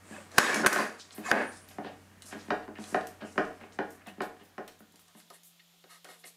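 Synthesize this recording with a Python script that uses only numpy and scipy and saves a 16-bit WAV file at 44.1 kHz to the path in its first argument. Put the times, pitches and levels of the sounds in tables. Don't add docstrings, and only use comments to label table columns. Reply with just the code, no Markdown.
import sys
import numpy as np
from scipy import signal
from scipy.fft import rfft, irfft
from scipy.io import wavfile

SR = 44100
rng = np.random.default_rng(int(sys.argv[2]) if len(sys.argv) > 2 else 0)


def digitize_waveform(pressure):
    field = np.atleast_2d(pressure).T
    bounded = np.clip(field, -1, 1)
    quanta = np.round(bounded * 32767).astype(np.int16)
    wavfile.write(sys.argv[1], SR, quanta)


def level_to_linear(level):
    exponent = np.asarray(level, float) / 20
    return 10 ** exponent


N = 280476

# [t/s, wood/dB, steel/dB, gain dip/dB, recovery/s]
BLOWS = [
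    (0.3813, 10, 3, 30.5, 0.13),
    (0.662, -6, -11.5, 11, 0.53),
    (1.3147, -5, -30.5, 19, 0.062),
]
# [t/s, peak/dB, hardness/dB]
CLACKS = [
    (2.5024, -16, 4.5),
    (2.9426, -16, 4.5),
    (3.3762, -13, 2.5),
    (3.786, -18.5, 1.5),
    (4.203, -21, 4),
    (4.578, -27, 1.5),
]
# [t/s, peak/dB, hardness/dB]
TAPS = [
    (5.3012, -32, 3),
    (5.734, -48, -3),
    (5.838, -33.5, 1),
    (6.0428, -34.5, 12),
    (6.0492, -33, 13),
    (6.086, -30, -15),
    (6.2396, -33, 2),
]
# [f/Hz, width/Hz, level/dB]
BENCH = [(230.6, 26, -13), (378, 52, -11), (550, 67, -9.5), (802, 69, -12), (1129, 100, 6.5),
         (1352, 42, -2.5), (1545, 110, 11), (1674, 141, 14), (2193, 59, -0.5), (2510, 50, -5.5)]
# [f/Hz, level/dB, 60 dB decay/s]
FRAME = [(193.4, -1, 0.5), (214, 5, 0.24), (274, -19.5, 0.12), (283.6, -2.5, 0.485), (310, -1, 0.19),
         (362, -9.5, 0.28), (398.5, 0, 0.36), (451, -2.5, 0.37), (503, -5, 0.47), (624, -3.5, 0.22),
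         (643.5, -2.5, 0.6), (737, 0, 0.34), (781, 5, 0.12), (856, -6.5, 0.2), (1004, -7.5, 0.22),
         (1154, -11, 0.56), (1247, -7.5, 0.15), (1310, -20, 0.088), (1497, -29.5, 0.13), (1650, -6, 0.49),
         (2120, -17, .15), (1613, -21.5, 0.72), (1785, -12.5, 0.16), (1863, 1.5, 0.14), (2280, -22.5, 0.17),
         (2520, -20, 0.12)]
BAR_HZ = [2575, 3553, 3806, 4705, 5076, 5276, 5566, 5631, 5945, 6435, 6760, 7700, 7763, 8815, 9728, 9851,
          9940, 10330, 10620, 11550, 12320, 12930, 14400, 14900, 3220, 4120, 7230, 8450, 9020, 9440, 11150,
          13300, 13700, 15600]
# [level at first blow/dB, level at later blows/dB, 60 dB decay/s]
BAR_RING = [(3.5, 3, 0.36), (-24, -13.5, .5), (-8, -21, .6), (-12, 0, 0.74), (-15.5, -20.5, 0.48),
            (-7, -23, 0.6), (-16.5, -19, .7), (-9, -18.5, 0.33), (-15.5, -16.5, .5), (-15.5, -10, .6),
            (-3, -8.5, 0.66), (-21.5, -8, 0.45), (-8, -16, .35), (-19, -15.5, .5), (-14, -4.5, .3),
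            (-11.5, -10, .5), (-16, -8.5, 0.45), (-10.5, -12, 0.32), (-7.5, -11, .35), (-16, -12, .35),
            (-16, -15, .5), (-21, -17.5, .6), (-25.5, -12.5, .4), (-22.5, -26, .4), (-15.5, -20, .4),
            (-11, -10.5, .4), (-13, -17.5, .4), (-20, -15, .4), (-21.5, -9.5, .4), (-17, -16.5, .4),
            (-17.5, -12.5, .4), (-24.5, -22.5, .3), (-26, -25, .3), (-27, -19.5, .3)]
LUCK_DB = 3.9


def rms_one(x):
    return x / np.sqrt(np.mean(x ** 2) + 1e-20)


def in_time(rows):
    s, *columns = np.transpose(rows)
    return [np.interp(np.arange(N) / SR, s, c, left=-150, right=-150) for c in columns]


def band(x, low_hz, high_hz):
    sos = signal.butter(2, [low_hz, min(high_hz, .45 * SR)], "band", fs=SR, output="sos")
    return signal.sosfilt(sos, x + 1e-18)


def drift(rate):
    steps = rng.standard_normal(int(N / SR * rate) + 2)
    return np.interp(np.arange(N) / SR * rate, np.arange(len(steps)), steps)


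def ring(clicks, hz, t60):
    r, w = level_to_linear(-60 / (t60 * SR)), 2 * np.pi * hz / SR
    return signal.lfilter([0, np.sin(w)], [1, -2 * r * np.cos(w), r * r], clicks + 1e-18)


def train(times, gains):
    clicks = np.zeros(N)
    clicks[np.round(np.asarray(times) * SR).astype(int)] = gains
    return clicks


def grains(per_s, spread_db):
    sizes = level_to_linear(spread_db * np.minimum(rng.exponential(1, N), 4)) * rng.choice([-1, 1], N)
    return rms_one(sizes * (rng.random(N) < per_s / SR))


def crack(clicks, t60):
    return signal.lfilter([1], [1, -level_to_linear(-60 / (t60 * SR))], clicks + 1e-18) * rng.standard_normal(N)


def strike(times, db, modes, shorten, longest, luck_db=LUCK_DB):
    strength_db = luck_db * rng.standard_normal((len(times), len(modes))) + db
    out = np.zeros(N)
    for k, (hz, mode_db, t60) in enumerate(modes):
        out += ring(train(times, level_to_linear(strength_db[:, k] + mode_db)), hz, min(shorten * t60, longest))
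    return out


def fades():
    t = np.arange(N) / SR
    return np.interp(t, (3.1, 5.29), [1, 0]), np.interp(t, (3.57, 5.47), [0, 1])


def blows():
    s, wood_db, steel_db = np.transpose(BLOWS)[:3]
    wood = sum(ring(train(s, level_to_linear(wood_db + db - 12.5)), hz, 2.0 / width) for hz, width, db in BENCH)
    wood_snap = band(crack(train(s, level_to_linear(wood_db - 2.5)), 0.0021), 1300, 2300)
    steel_snap = band(crack(train(s, level_to_linear(steel_db - 1.5)), 0.027), 2600, 11000)
    first_db, later_db, t60s = np.transpose(BAR_RING)
    spot_db = np.array([first_db, later_db, later_db])
    modes = [(hz, 0, t60) for hz, t60 in zip(BAR_HZ, t60s)]
    steel = strike(s, steel_db[:, None] + spot_db - 21.0, modes, shorten=0.6, longest=.7, luck_db=1.0)
    return wood + wood_snap + steel_snap, steel


def drag():
    # [t/s, level/dB]
    slides = [
        [(0.31, -57.5), (0.358, -50.5), (0.374, -42), (0.381, -33.5)],
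        [(0.39, -22.5), (0.417, -27.5), (0.533, -32.5), (0.62, -36.5), (0.653, -48), (0.6615, -40)],
        [(0.673, -30.5), (0.693, -39), (0.725, -31), (0.805, -29.5), (0.845, -33.5), (0.977, -53), (1.0, -54)],
        [(1.228, -57.5), (1.255, -40), (1.307, -35), (1.314, -33.5)],
        [(1.319, -27), (1.42, -33.5), (1.47, -43), (1.578, -63.5), (1.6, -68)],
    ]
    # [low wood/dB, steel/dB]
    colours = [
        (-0.5, 0),
        (-6.5, -5),
        (-4, -7.5),
        (-11, -4),
        (1, -19),
    ]
    levels = [in_time(rows)[0] + np.array([[low], [0], [steel]]) for rows, (low, steel) in zip(slides, colours)]
    low_db, high_db, steel_db = np.max(levels, axis=0)
    chatter = grains(6000, 1.6) * level_to_linear(.9 * np.clip(drift(70), -2, 1.2))

    def bench_part(part):
        rung = [level_to_linear(db) * np.sqrt(width) * ring(chatter, hz, 0.72 / width) for hz, width, db in part]
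        return rms_one(sum((-1) ** k * tone for k, tone in enumerate(rung)))

    low, high = bench_part(BENCH[:4]), bench_part(BENCH[4:])
    turned = np.arange(N) > BLOWS[1][0] * SR
    steel = rms_one(sum(level_to_linear(np.where(turned, second, first)) * ring(chatter, hz, .15)
                        for hz, (first, second, _) in zip(BAR_HZ, BAR_RING)))
    grit = grains(9000, 2.9) * level_to_linear(0.49 * drift(91.7))
    bright = level_to_linear(-1) * band(steel, 4300, 15500)
    bright = bright + rms_one(band(band(grit, 2100, 9200), 1500, 10000))
    bright = bright + level_to_linear(-15.0) * rms_one(band(grit, 7300, 14000))
    return level_to_linear(low_db - 0.5) * low + level_to_linear(high_db - 3.0) * high + level_to_linear(steel_db - 6.0) * bright


def knock_rows():
    # [t/s, peak/dB, hardness/dB]
    bounces = [
        (.4928, -23, 8.5),
        (0.525, -22.5, 4.5),
        (0.6305, -21.5, -8.5),
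        (0.644, -23, -0.5),
        (.705, -31.5, 10),
        (.723, -28, 11),
        (0.758, -21, 10.5),
        (0.785, -18.5, -7.5),
        (.798, -26.5, 6),
        (.822, -25.5, 1),
    ]
    # [t/s, peak/dB, hardness/dB]
    thumps = [(1.781, -26, -1), (1.844, -29.5, 5.5), (2.323, -31.5, 8), (2.676, -31.5, 1),
              (2.684, -37, -16), (2.755, -48, 14), (3.217, -29.5, -1), (3.231, -34, 1.5), (3.244, -41, 3),
              (3.355, -31.5, 0), (3.609, -39.5, 7.5), (3.635, -38.5, 0), (4.069, -37.5, -6),
              (4.406, -42.5, 3.5), (4.802, -46, 1)]
    # [t/s, peak/dB, hardness/dB]
    pads = [(0.105, -35.5, -1), (0.555, -17.5, 4), (0.6, -19, -7), (1.178, -20, 9.5), (2.348, -28, 9.5),
            (2.48, -28.5, 4), (2.783, -26, 10), (2.921, -30.5, -5), (4.178, -33, -3.5), (4.937, -44, 7),
            (5.147, -38.5, 11.5)]
    # [bass/dB, low wood/dB, high wood/dB, tick/dB]
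    pad_shares = (-9.5, -20, -32.5, -24)
    kinds = [(bounces, (-10.5, -6.5, -1.5, -33.5)), (CLACKS, (-13, -7.5, -13, -25)),
             (thumps, (-10, -12, -17.5, -31)), (TAPS, (-45, -26, -31, -20)), (pads, pad_shares)]
    tilt = np.array([-0.45, 0, 1, 1])
    return [(s, db, *(shares + hard * tilt)) for rows, shares in kinds for s, db, hard in rows]


def knocks():
    # [f/Hz, level/dB, 60 dB decay/s]
    contact_modes = [(640, -9, .025), (1043, -10, 0.018), (1452, 0, 0.018), (1790, -3, 0.018),
                     (2330, -19.5, .016), (2814, -17.5, 0.013)]
    # [f/Hz, level/dB, 60 dB decay/s]
    tick_modes = [(2900, -3, .008), (3700, -4, .007), (4600, -8, .005), (5600, -14, .004),
                  (7200, -20, .004)]
    s, peak_db, *share_db = np.transpose(knock_rows())
    screw = np.isin(s, np.transpose(CLACKS)[0])
    s = s + .002
    bass_db, low_db, high_db, tick_db = (peak_db[:, None] + db[:, None] for db in share_db)
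    luck_db = np.where(screw, 1.2, LUCK_DB)[:, None]
    hz = np.array(FRAME)[:, 0]
    region = (hz > 330).astype(int) + (hz > 900)
    wood_db = np.choose(region, [bass_db - 3.5, low_db - 9.5, high_db - 10.5])
    wood = strike(s + 0.002986, wood_db, FRAME, shorten=0.49, longest=0.35, luck_db=luck_db)
    wood = wood + strike(s + .016, low_db - 9, FRAME[2:11], shorten=0.24, longest=.2, luck_db=luck_db)
    thud = band(band(crack(train(s + 0.00052, level_to_linear(low_db[:, 0] + 11.5)), 0.077), 290, 926), 250, 2300)
    contact = strike(s + 0.001634, high_db + 5.0, contact_modes, shorten=0.95, longest=1, luck_db=luck_db)
    touch_db = high_db[:, 0] + 3.5 - 10 * ~screw
    contact = contact + ring(train(s, level_to_linear(touch_db)), 1960, 0.009)
    tick = strike(s, tick_db - 2.5, tick_modes, shorten=0.44, longest=1, luck_db=luck_db)
    tick = tick + level_to_linear(-19.5) * np.roll(tick, round(0.0006 * SR))
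    tick = tick + band(crack(train(s, level_to_linear(high_db[:, 0] - 9)), 0.028), 3400, 5500)
    return band(wood, 170, 2800) + band(contact, 660, 3300) + thud + band(tick, 940, 12000)


def ticks():
    # [t/s, peak/dB, centre f/Hz]
    contacts = [(0.3165, -38.5, 4660), (0.544, -11.5, 5800), (0.729, -10, 6740), (0.9975, -27.5, 4800),
                (1.1078, -31, 3400), (1.6878, -38, 3950), (2.2212, -34, 7000), (2.8399, -30, 3600),
                (3.01, -34, 3670), (3.0704, -35, 10100), (3.4504, -37, 3900), (3.723, -40, 3100),
                (3.906, -43.5, 12200), (4.219, -36.5, 7700), (4.6804, -36, 3770), (4.678, -40.5, 12000),
                (4.07, -42.5, 12000), (5.302, -43, 9000), (4.7913, -55, 12040), (4.922, -53, 13000),
                (4.958, -43.5, 7100), (4.9934, -45.5, 3100), (5.0816, -49, 7130), (5.2009, -42, 4020),
                (5.434, -46, 12400), (5.602, -54, 3620), (5.739, -58, 3725)]
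    out = np.zeros(N)
    fade = level_to_linear(-60 * np.arange(4000) / SR / 0.028)
    fade = fade + level_to_linear(0.5) * fade ** 8
    for s, db, hz in contacts:
        burst = band(rng.standard_normal(4000) * fade, hz / 3.1, min(hz * 1.33, 15500))
        out[round(s * SR):][:4000] += level_to_linear(db - 6.0) * burst
    return out


def clinks():
    times = [2.755, 4.678, .3815, .3815, .3815, 1.3145, .544, .6692, .6692, .6692, .544, .7292, .729, .729,
             2.481, 2.922, 3.357, 1.686, 3.611, 3.635, 6.0452, 6.241, 6.241]
    # [peak/dB, centre f/Hz, span/octaves]
    colours = [(-37, 1970, 1.1), (-38, 2900, 0.47), (11, 1800, 0.22), (10, 2250, 0.24), (5, 830, 0.15),
               (9.5, 820, 0.65), (-11.5, 5950, 0.21), (-1.5, 1800, 0.37), (-7, 9900, 0.31),
               (-11.5, 6700, 1.1), (-17, 9400, 0.32), (-8, 5700, 0.3), (-10, 7600, .5), (-16, 11500, .4),
               (-31, 1700, 0.3), (-34, 1570, .35), (-41, 1500, 0.31), (-40, 12300, .2), (-34.5, 1950, 0.55),
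               (-34, 2450, 0.54), (-42, 3400, 3.7), (-36, 4500, .5), (-35, 1980, 0.32)]
    out = np.zeros(N)
    for s, (db, hz, span) in zip(times, colours):
        edge = 2 ** (span / 2)
        out += band(crack(train([s], level_to_linear(db)), 0.019), hz / edge, hz * edge)
    return out


def streaks():
    # [t/s, length/s, first f/Hz, last f/Hz]
    glides = [(1.23, .085, 2580, 2520), (1.25, .09, 1750, 1660), (1.25, .064, 2150, 2200),
              (1.25, .09, 1150, 880), (1.283, .05, 735, 705), (1.325, .12, 720, 520),
              (1.33, .14, 1700, 1520), (2.753, .05, 1800, 1700), (3.218, .07, 640, 630),
              (3.222, .03, 1660, 1640), (.755, .085, 1080, 1020), (.47, .09, 1700, 1760),
              (.51, .1, 2300, 2260), (.715, .05, 1520, 1540), (.098, .015, 1720, 1700),
              (.122, .018, 1680, 1700), (.161, .012, 1700, 1620), (.178, .016, 2550, 2530),
              (.142, .014, 2560, 2550), (.17, .07, 600, 540), (.632, .025, 1500, 1350),
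              (4.07, .04, 2600, 2580), (.68, .2, 14400, 14400), (.4, .24, 7770, 7765)]
    levels_db = [-52.5, -46, -49, -42.5, -35, -36.5, -45, -53, -51, -52, -31.5, -37, -36.5, -39, -50, -50.5,
                 -45, -50.5, -52.5, -51, -33, -55, -63.5, -52]
    out = np.zeros(N)
    waver = drift(110) + 1j * drift(110) + 0.56
    for (s, length, first_hz, last_hz), db in zip(glides, levels_db):
        start, phase = round(s * SR), np.arange(round(length * SR)) / (length * SR)
        here = slice(start, start + len(phase))
        tone = np.exp(2j * np.pi * np.cumsum(first_hz + (last_hz - first_hz) * phase) / SR)
        swell = np.clip(np.minimum(phase / 0.18, (1 - phase) / 0.36), 0, 1)
        out[here] += level_to_linear(db) * swell * np.real(tone * np.roll(waver, first_hz)[here])
    return out


def jolts():
    s, wood_db = np.transpose(BLOWS)[:2]
    turn_s, turn_db = np.transpose(CLACKS)[:2]
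    sway = band(crack(train(turn_s, level_to_linear(turn_db - 17)), 0.63), 14, 32)
    return ring(train(s, level_to_linear(wood_db - 44.5)), 45, 0.03) + sway


def stroke_rows():
    # [t/s, length/s, level/dB]
    palms = [(0.085, 0.12, -72), (1.705, 0.029, -54.5), (1.827, 0.16, -50.5), (2.307, 0.08, -51),
             (2.622, 0.057, -56), (2.764, 0.14, -56.5), (3.202, 0.069, -50.5), (3.595, 0.11, -58),
             (4.058, 0.068, -49.5), (4.391, 0.073, -61.5), (4.674, 0.048, -56.5)]
    # [t/s, length/s, centre f/Hz, level/dB]
    flicks = [(0.977, 0.14, 5300, -55.5), (1.107, 0.17, 5800, -57), (1.14, 0.11, 9500, -51),
              (1.672, 0.13, 7060, -59), (2.25, 0.12, 7300, -51), (2.386, 0.084, 4500, -56),
              (2.78, 0.29, 6740, -57), (2.86, 0.19, 7300, -58.5), (3.23, 0.34, 6500, -61.5),
              (3.718, 0.078, 5860, -62.5), (3.895, 0.11, 8900, -61), (4.08, 0.043, 7900, -63.5),
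              (4.227, 0.084, 10800, -61), (4.427, 0.11, 12100, -66), (4.674, 0.15, 6050, -70),
              (4.79, 0.046, 11800, -63), (4.99, 0.063, 10000, -63), (5.3, 0.05, 970, -58.5),
              (5.075, 0.081, 1150, -69.5), (5.432, 0.11, 10000, -57), (5.592, 0.029, 2800, -61),
              (6.236, 0.042, 2320, -57), (5.892, 0.16, 3800, -64), (6.06, 0.13, 3700, -66),
              (6.267, 0.043, 4400, -55.5), (1.51, 0.14, 5700, -55), (0.32, .06, 1400, -59.5),
              (4.005, .04, 1700, -57.5), (4.21, 0.065, 3300, -52.5), (1.84, 0.096, 2640, -64.5),
              (4.442, .09, 3900, -68.5), (1.865, 0.064, 790, -48), (2.32, .05, 1800, -55),
              (3.5, 0.033, 770, -49.5), (2.1, 0.13, 2400, -70), (1, 0.054, 4200, -51.5),
              (.4, .2, 2800, -41.5)]
    # [t/s, length/s, centre f/Hz, level/dB]
    creaks = [
        (0.105, 0.12, 2610, -71),
        (1.83, 0.15, 2540, -65),
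        (2.34, 0.068, 2800, -68),
        (2.753, .06, 2640, -57),
        (3.22, 0.13, 2660, -58),
        (3.612, .07, 2560, -61),
        (4.063, 0.12, 2670, -63),
        (4.392, 0.098, 2750, -67),
    ]
    # [t/s, length/s, centre f/Hz, span/octaves, level/dB]
    hisses = [
        (0.002, 0.34, 7900, 0.5, -59.5),
        (1.354, 0.4, 9000, 0.22, -58.5),
        (1.36, 0.44, 10550, .1, -64),
        (1.237, .08, 7150, .2, -48.5),
        (2.2, 0.2, 9800, 0.17, -75),
        (3.25, 0.19, 10300, .12, -84),
    ]
    # [t/s, length/s, wood/dB, cloth/dB]
    wipes = [
        (5.145, 0.1, -67.5, -60.5),
        (5.316, 0.077, -63.5, -58.5),
        (5.878, 0.13, -57, -59),
        (6.056, 0.14, -57.5, -59.5),
        (6.178, 0.053, -81, -60.5),
        (6.238, 0.082, -63.5, -52),
    ]
    quick, slow, broad = 0.11, 0.38, 2.9
    return ([(s, n, quick, 1350, broad, db) for s, n, db in palms]
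            + [(s, n, quick, hz, 1.35, db) for s, n, hz, db in flicks]
            + [(s, n, quick, hz, .45, db) for s, n, hz, db in creaks]
            + [(s, n, slow, hz, span, db) for s, n, hz, span, db in hisses]
            + [(s, n, slow, 1900, broad, db) for s, n, db, _ in wipes]
            + [(s, n, slow, 9400, 0.93, db) for s, n, _, db in wipes])


def strokes():
    out = np.zeros(N)
    friction = grains(7000, 1.5) * level_to_linear(2.0 * drift(70))
    for s, length, share, hz, octaves, db in stroke_rows():
        start, phase = round(s * SR), np.arange(round(length * SR)) / (length * SR)
        rise_and_fall = np.minimum(phase / share, (1 - phase) / (1 - share)).clip(0, 1)
        swell = np.sin(np.pi / 2 * rise_and_fall) ** 2
        edge = 2 ** (octaves / 2)
        rub = friction[start:start + len(phase)]
        rub = band(band(rub, hz / edge, hz * edge), hz / edge, hz * edge)
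        out[start:start + len(phase)] += level_to_linear(db) * rms_one(rub) * swell
    wood = sum(level_to_linear(db) * ring(out, hz, 0.058) for hz, db, _ in FRAME)
    return out + fades()[0] * level_to_linear(-39.5) * wood


def second_frame(rubs):
    # [f/Hz, level/dB, 60 dB decay/s]
    modes = [(437, -20, 0.057), (513, -1, 0.1), (716, -0.5, 0.044), (1280, -0.5, 0.041),
             (1900, -7.5, 0.052), (2170, 2, 0.024), (2954, -1.5, 0.027), (3790, -5, 0.051),
             (4380, -1.5, 0.029), (5000, -13, 0.013)]
    s, db = np.transpose(TAPS)[:2]
    touches = train(s + 0.00221, level_to_linear(db - 23)) + level_to_linear(-30.0) * fades()[1] * rubs
    return sum(level_to_linear(mode_db) * ring(touches, hz, t60) for hz, mode_db, t60 in modes)


def hands():
    # [t/s, level/dB]
    effort = [(0, -56), (.15, -39.5), (.3, -50), (1.09, -53), (1.23, -42.5), (1.5, -48.5), (2.15, -58.5),
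              (2.38, -45.5), (2.6, -55.5), (2.69, -66), (2.9, -44), (3.3, -55), (3.45, -52), (3.64, -54),
              (4.25, -52.5), (4.75, -61), (5.4, -69.5), (6.36, -71)]
    handling_db, = in_time(effort)
    first, second = fades()
    sleeve_db = -64.5 + 0.58 * (handling_db - handling_db.mean())
    cloth = first * level_to_linear(sleeve_db) + second * level_to_linear(-67)
    touch = grains(3800, 2.7)
    wood = rms_one(sum(level_to_linear(.5 * db) * ring(touch, hz, 0.26) for hz, db, _ in FRAME))
    wood = wood + level_to_linear(3.0) * rms_one(band(touch, 150, 1900))
    rustle = rms_one(band(grains(12000, 1.7), 1600, 10000)) * level_to_linear(2.0 * drift(6.9))
    return level_to_linear(handling_db - 14.0) * wood + level_to_linear(-4.5) * cloth * rustle


def workshop(x):
    # [f/Hz, 60 dB decay/s]
    room = [(150, 0.36), (400, 0.33), (1200, 0.36), (3000, 0.35), (7000, 0.3), (14000, 0.16)]
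    t = np.arange(SR // 2) / SR
    tail = sum(band(rng.standard_normal(len(t)), hz / 1.67, hz * 2.13) * level_to_linear(-60 * t / t60) for hz, t60 in room)
    tail = tail * np.clip((t - .003) / 0.0011, 0, 1)
    return signal.fftconvolve(x, tail / np.sqrt(np.sum(tail ** 2)))[:N]


def motors():
    hum_hz = [93.5, 171.2]
    t = np.arange(N) / SR
    out = np.zeros(N)
    for fade, db, hz in zip(fades(), (-62.5, -71), hum_hz):
        level = np.sqrt(2) * fade * level_to_linear(db + 0.51 * drift(4.3))
        out += level * np.sin(2 * np.pi * hz * t + 0.32 * drift(11.0))
    rumble = rms_one(band(rng.standard_normal(N), 40, 150))
    return out + (fades()[0] * level_to_linear(-73.5) + level_to_linear(-91)) * rumble


def coloured(spectrum):
    hz, db = np.transpose(spectrum)
    grid = np.arange(N // 2 + 1) * SR / N + 1
    shape = level_to_linear(np.interp(np.log(grid), np.log(hz), db, left=-80, right=-80))
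    return rms_one(irfft(rfft(rng.standard_normal(N)) * shape, N))


def air():
    # [f/Hz, level per Hz/dB]
    first_air = [(76, -31), (130, -5), (211, 2.5), (522, -12), (601, -9.5), (780, -14), (1710, -12),
                 (3130, -22.5), (3530, -32.5), (6470, -26), (16000, -33)]
    # [f/Hz, level per Hz/dB]
    second_air = [(140, -56.5), (230, -14.5), (1430, -13.5), (1510, -21), (2080, -15.5), (3420, -6),
                  (5920, -17), (7200, -12), (7870, -29), (12900, -14.5), (16000, -28)]
    first, second = fades()
    return first * level_to_linear(-61) * coloured(first_air) + second * level_to_linear(-67) * coloured(second_air)


def recorder_gain():
    lags = [0.005, 0.0076, 0.0032]
    t = np.arange(N) / SR
    gain_db = np.zeros(N)
    for (s, _, _, dip, back), lag in zip(BLOWS, lags):
        drop = np.clip((t - s - lag) / 0.005, 0, 1)
        gain_db -= dip * drop * np.exp(-(np.maximum(t - s, 0) / back) ** 2)
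    return level_to_linear(gain_db)


def scene():
    wood, steel = blows()
    hits, rubs = wood + knocks() + ticks() + clinks(), strokes()
    heard = drag() + streaks() + hands() + rubs + second_frame(rubs) + level_to_linear(-8.5) * workshop(rubs)
    near = hits + level_to_linear(-2.5) * workshop(hits) + steel + heard / recorder_gain()
    low_cut = signal.butter(4, 192.5, "high", fs=SR, output="sos")
    picked_up = signal.sosfilt(low_cut, near) + level_to_linear(-19.0) * band(near, 50, 320)
    return (picked_up + jolts() + motors() + air())[None]


def low_pass(x):
    return signal.sosfilt(signal.butter(12, 16630, fs=SR, output="sos"), x)


def record(dry):
    clip_top = .28
    hissing = dry + level_to_linear(-74) * band(rng.standard_normal(N), 2000, 18000)
    level = hissing * recorder_gain() / clip_top
    limited = clip_top * level / (1 + level ** 6) ** (1 / 6)
    steep = signal.cheby2(12, 45, 16150, fs=SR, output="sos")
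    return low_pass(signal.sosfilt(steep, limited))


dry = scene()
out = record(dry)
digitize_waveform(out)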